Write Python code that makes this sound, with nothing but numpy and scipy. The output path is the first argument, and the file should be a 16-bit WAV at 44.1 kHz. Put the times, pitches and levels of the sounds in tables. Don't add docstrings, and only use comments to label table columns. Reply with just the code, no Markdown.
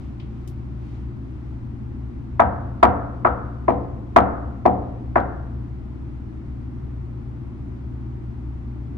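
import sys
import numpy as np
from scipy import signal
from scipy.fft import irfft
from scipy.io import wavfile

SR = 44100
rng = np.random.default_rng(int(sys.argv[2]) if len(sys.argv) > 2 else 0)


def store_wav(level_fs):
    pcm = np.round(np.clip(np.atleast_2d(level_fs), -1, 1) * 32767)
    wavfile.write(sys.argv[1], SR, pcm.T.astype(np.int16))


N = 395594
RING_TIME = np.arange(SR) / SR
SIDES = np.array([[.5], [-.5]])

# f/Hz, t60/s (the time to fade by 60 dB)
ROOM_FADE = [(80, 0.94), (300, 0.97), (700, 0.83), (1500, 0.81), (2800, 0.29), (7000, 0.064), (15000, .18)]
# f/Hz, correlation (1 = the same)
STEREO_LIKENESS = [(60, 1), (130, 0.56), (290, 0.69), (640, 0.13), (1400, 0.2), (3000, 0.15), (15000, 0.26)]


def knocking(ring_db=-1, crack_db=22.0, room_db=28, pan_db=1.5):
    # t/s, force/dB, contact cut-off/Hz, knuckle rap/dB, rap f/Hz, hand thud/dB
    knocks = [(2.3945, 2.46, 1075, 5, 1620, -11), (2.8270, 3.5, 1340, 3.5, 1270, -2.5),
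              (3.2470, -7, 1540, 11, 1300, 3), (3.68, -4, 1220, -8, 1480, 4),
              (4.1605, 3, 1396, 4, 1304, -1), (4.6535, 1.34, 863, -7, 1480, 0.5),
              (5.156, -4.5, 1270, 8, 1670, 2.5)]
    # f/Hz, level/dB
    crack_colour = [(100, -21.5), (280, 2), (420, 0.5), (550, 2), (750, 1.5), (1000, 3), (1350, -2.5),
                    (1700, -8.5), (2300, -5.5), (3200, -24.5), (6000, -34.5), (15000, -24.5)]
    # delay/s, level/dB
    paths = [(0, 4), (.0034, -3.5), (0.014, 0), (0.0225, 0.5)]
    # f/Hz, level/dB
    room_colour = [(70, -7.5), (170, -6.5), (280, -5.5), (520, -1.5), (720, -4), (900, -4), (1400, -10),
                   (1750, -13), (2300, -21), (3200, -22.5), (6000, -23), (15000, -21)]
    out = np.zeros((2, N))
    crack_and_room = from_db(room_db) * dying_noise(room_colour, ROOM_FADE, rise_s=0.0092)
    for delay, db in paths:
        crack = dying_noise(crack_colour, [(300, 0.013), (1200, 0.026), (4000, 0.033)], rise_s=0.0009)
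        crack_and_room += from_db(crack_db + db) * np.roll(crack, int(delay * SR), axis=1)
    for s, force_db, contact_hz, rap_db, rap_hz, thud_db in knocks:
        force = from_db(force_db) * blow(contact_hz, rap_db, rap_hz, thud_db)
        response = crack_and_room + from_db(ring_db) * door_ring()
        add(out, s, signal.fftconvolve(response, force[None], axes=1))
    return out * from_db(pan_db * SIDES)


def blow(contact_hz, rap_db, rap_hz, thud_db, rap_q=3.75, thud_hz=340, thud_q=0.99):
    softness = signal.butter(2, contact_hz, fs=SR, output="sos")
    force = signal.sosfilt(softness, signal.unit_impulse(SR // 20))
    for db, hz, q in (rap_db, rap_hz, rap_q), (thud_db, thud_hz, thud_q):
        band = signal.lfilter(*signal.iirpeak(hz, q, fs=SR), force)
        force = force + (from_db(db) - 1) * band
    return force


def door_ring(spot_db=2.0, swell_cycles=1.87, travel_cycles=6.3, linger_db=-18):
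    # f/Hz, level/dB, t60/s, left minus right/dB
    door_tones = [(73.8, -24, 0.91, -0.5), (87.2, -24.5, 0.87, -1), (190.1, -22, .5, -2.5),
                  (228.3, -25.5, 0.52, -5), (264, -22, 0.18, 7.5), (285.7, -8.5, 0.043, 9),
                  (342, -22.5, 0.043, -9), (369, -25, 0.13, 10.5), (491.4, -22.5, 0.53, 5),
                  (562.3, -24.5, 0.28, 11), (623.7, -21.5, 0.25, 12), (676.6, -9.5, 0.11, 9),
                  (708, -8.5, 0.094, -2), (735, -14, 0.3, 1.5), (795, -16.5, 0.27, -2), (847, -21, 0.19, 2),
                  (845, -23.5, 0.18, 4.5), (957, -17.5, 0.28, 1.5), (986, -24, 0.25, -6),
                  (1040, -15, 0.067, 1), (1147, -22, 0.19, 4), (1225, -24.5, 0.041, -0.5),
                  (1224, -20.5, 0.13, -4.5), (1287, -18, 0.1, -4.5), (1323, -19, 0.13, -0.5),
                  (1386, -18, 0.056, 1), (1472, -19.5, 0.17, 4.5), (1580, -31.5, 0.41, 2.5),
                  (1754, -29.5, 0.12, -1), (2075, -18, 0.055, 6.5)]
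    out = 0
    for hz, db, t60, pan_db in door_tones:
        swell = 1 - np.exp(-RING_TIME * hz / swell_cycles)
        phase = 2 * np.pi * (hz * RING_TIME - travel_cycles * np.log(hz / 700))
        stereo_shift = np.arccos(at_hz(STEREO_LIKENESS, hz)) * SIDES
        direct = from_db(pan_db * SIDES) * fade(t60) * np.sin(phase + stereo_shift)
        room_level = from_db(linger_db) * fade(at_hz(ROOM_FADE, hz))
        lingering = room_level * np.sin(phase + 2 * np.pi * rng.random() - stereo_shift)
        strength = from_db(db + spot_db * rng.standard_normal())
        out = out + strength * swell * (direct + lingering)
    return out


def latch(t60=0.0056):
    # t/s, level/dB
    rattles = [(4.2035, -21), (5.203, -27)]
    out = np.zeros((2, N))
    colour = [(500, -20.5), (3000, 10), (6000, -8), (15000, -11.0)]
    tick = dying_noise(colour, [(1000, t60)], rise_s=.0003)
    for s, db in rattles:
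        add(out, s, from_db(db) * tick)
    return out


def phone_taps(room_db=-1, edge_drop_db=6, case_db=-40):
    # t/s, level/dB, centre f/Hz, width/octaves
    touches = [(0.199, -14, 2770, 0.56), (0.475, -22.5, 4960, 1.5)]
    # f/Hz, level/dB, t60/s
    case_tones = [(2026, -2, 0.08), (3040, 9, 0.06), (3820, -2, 0.084)]
    out = np.zeros((2, N))
    hz = np.geomspace(100, 16000, 24)
    for s, db, centre_hz, octaves in touches:
        off_centre = np.log2(hz / centre_hz) / octaves
        colour = np.column_stack([hz, -edge_drop_db * off_centre ** 2])
        tap = dying_noise(colour, [(1000, 0.063), (10000, 0.027)], rise_s=.0004)
        tap += from_db(room_db) * dying_noise(colour, ROOM_FADE, rise_s=0.0078)
        for tone_hz, tone_db, t60 in case_tones:
            level = from_db(case_db + tone_db + at_hz(colour, tone_hz)) * fade(t60)
            tap += level * np.sin(2 * np.pi * (tone_hz * RING_TIME + rng.random((2, 1))))
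        add(out, s, from_db(db) * tap)
    return out


def sleeve_rustle():
    # fastest moment t/s, level/dB, half length/s
    moves = [(0.0, -63, 0.076), (0.407, -67.5, 0.21), (.92, -63, 0.1), (1.423, -69.5, 0.15)]
    # f/Hz, level/dB
    cloth_colour = [(600, 5), (2500, 11), (6000, -1.5), (8000, -9.5), (11000, -14), (15000, -26)]
    t = np.arange(N) / SR
    speed = sum(from_db(db) * np.exp(-((t - s) / half_s) ** 2 / 2) for s, db, half_s in moves)
    return speed * noise(cloth_colour)


def ventilation(rumble_db=-35.0, air_db=-54, waver=0.17, pan_db=1.8):
    # f/Hz, level/dB
    hums = [(63.1, -35.5), (69.3, -49.5), (120, -36.5)]
    # f/Hz, level/dB
    rumble_colour = [(20, -11.5), (32, -5.5), (48, -7.5), (66, 2.5), (78, -2), (90, 0), (105, -3.5),
                     (140, -2), (170, -10.5), (225, -3.5), (300, -7.5), (360, -10.5), (420, -24.5),
                     (2000, -110)]
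    # f/Hz, level/dB
    air_colour = [(200, -44.5), (450, -3), (600, -2), (850, -1), (1400, -6.5), (1650, -11.5), (2000, -12),
                  (3000, -20.5), (5000, -29), (7000, -33.5), (11000, -41.5), (12500, -52), (16000, -57.5)]
    t = np.arange(N) / SR
    out = from_db(rumble_db) * noise(rumble_colour) + from_db(air_db) * noise(air_colour)
    for hz, db in hums:
        swell, sway = noise([(1, 0), (3, -12), (12, -60), (30, -140)])
        tone = np.sin(2 * np.pi * (hz * t + rng.random()) + waver * sway[::-1])
        out += from_db(db) * np.sqrt(2) * (1 + waver * swell) * tone
    return out * from_db(pan_db * SIDES)


def dying_noise(colour, fade_times, rise_s):
    out = 0
    edges = 60 * 2 ** (np.arange(25) / 3)
    rise = 1 - np.exp(-RING_TIME / rise_s)
    for low, high in zip(edges, edges[1:]):
        hz = np.sqrt(low * high)
        burst = rng.standard_normal((2, SR)) * (fade(at_hz(fade_times, hz)) + 1e-12) * rise
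        mid, side = signal.sosfilt(signal.butter(2, [low, high], "band", fs=SR, output="sos"), burst)
        band = spread(mid, side, hz)
        band /= np.linalg.norm(band, axis=1, keepdims=True)
        out = out + band * from_db(at_hz(colour, hz)) * np.sqrt(2 * (high - low) / SR)
    return out


def noise(colour):
    hz = np.fft.rfftfreq(N, 1 / SR)
    mid, side = np.exp(2j * np.pi * rng.random((2, len(hz))))
    sound = irfft(spread(mid, side, hz) * from_db(at_hz(colour, hz)), N)
    return sound / np.sqrt(np.mean(sound ** 2) + 1e-20)


def spread(mid, side, hz):
    alike = at_hz(STEREO_LIKENESS, hz)
    return np.sqrt(1 + alike) * mid + np.sqrt(1 - alike) * side * np.array([[1], [-1]])


def fade(t60):
    return from_db(-60 * RING_TIME / t60)


def from_db(db):
    return 10 ** (np.asarray(db) / 20)


def at_hz(points, hz):
    known, values = np.transpose(points)
    return np.interp(np.log(np.maximum(hz, 1)), np.log(known), values)


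def add(track, s, sound):
    start = int(s * SR)
    track[:, start:start + sound.shape[1]] += sound[:, :N - start]


def scene():
    left, right = ventilation()
    late_left = np.interp(np.arange(N) - 9, np.arange(N), left)
    return knocking() + latch() + phone_taps() + sleeve_rustle() + np.array([late_left, right])


def record(dry):
    cutoff_hz = 15800
    treble_cut = signal.ellip(10, .1, 80, cutoff_hz, fs=SR, output="sos")
    return signal.sosfilt(treble_cut, np.clip(dry, -1, 1))


dry = scene()
out = record(dry)
store_wav(out)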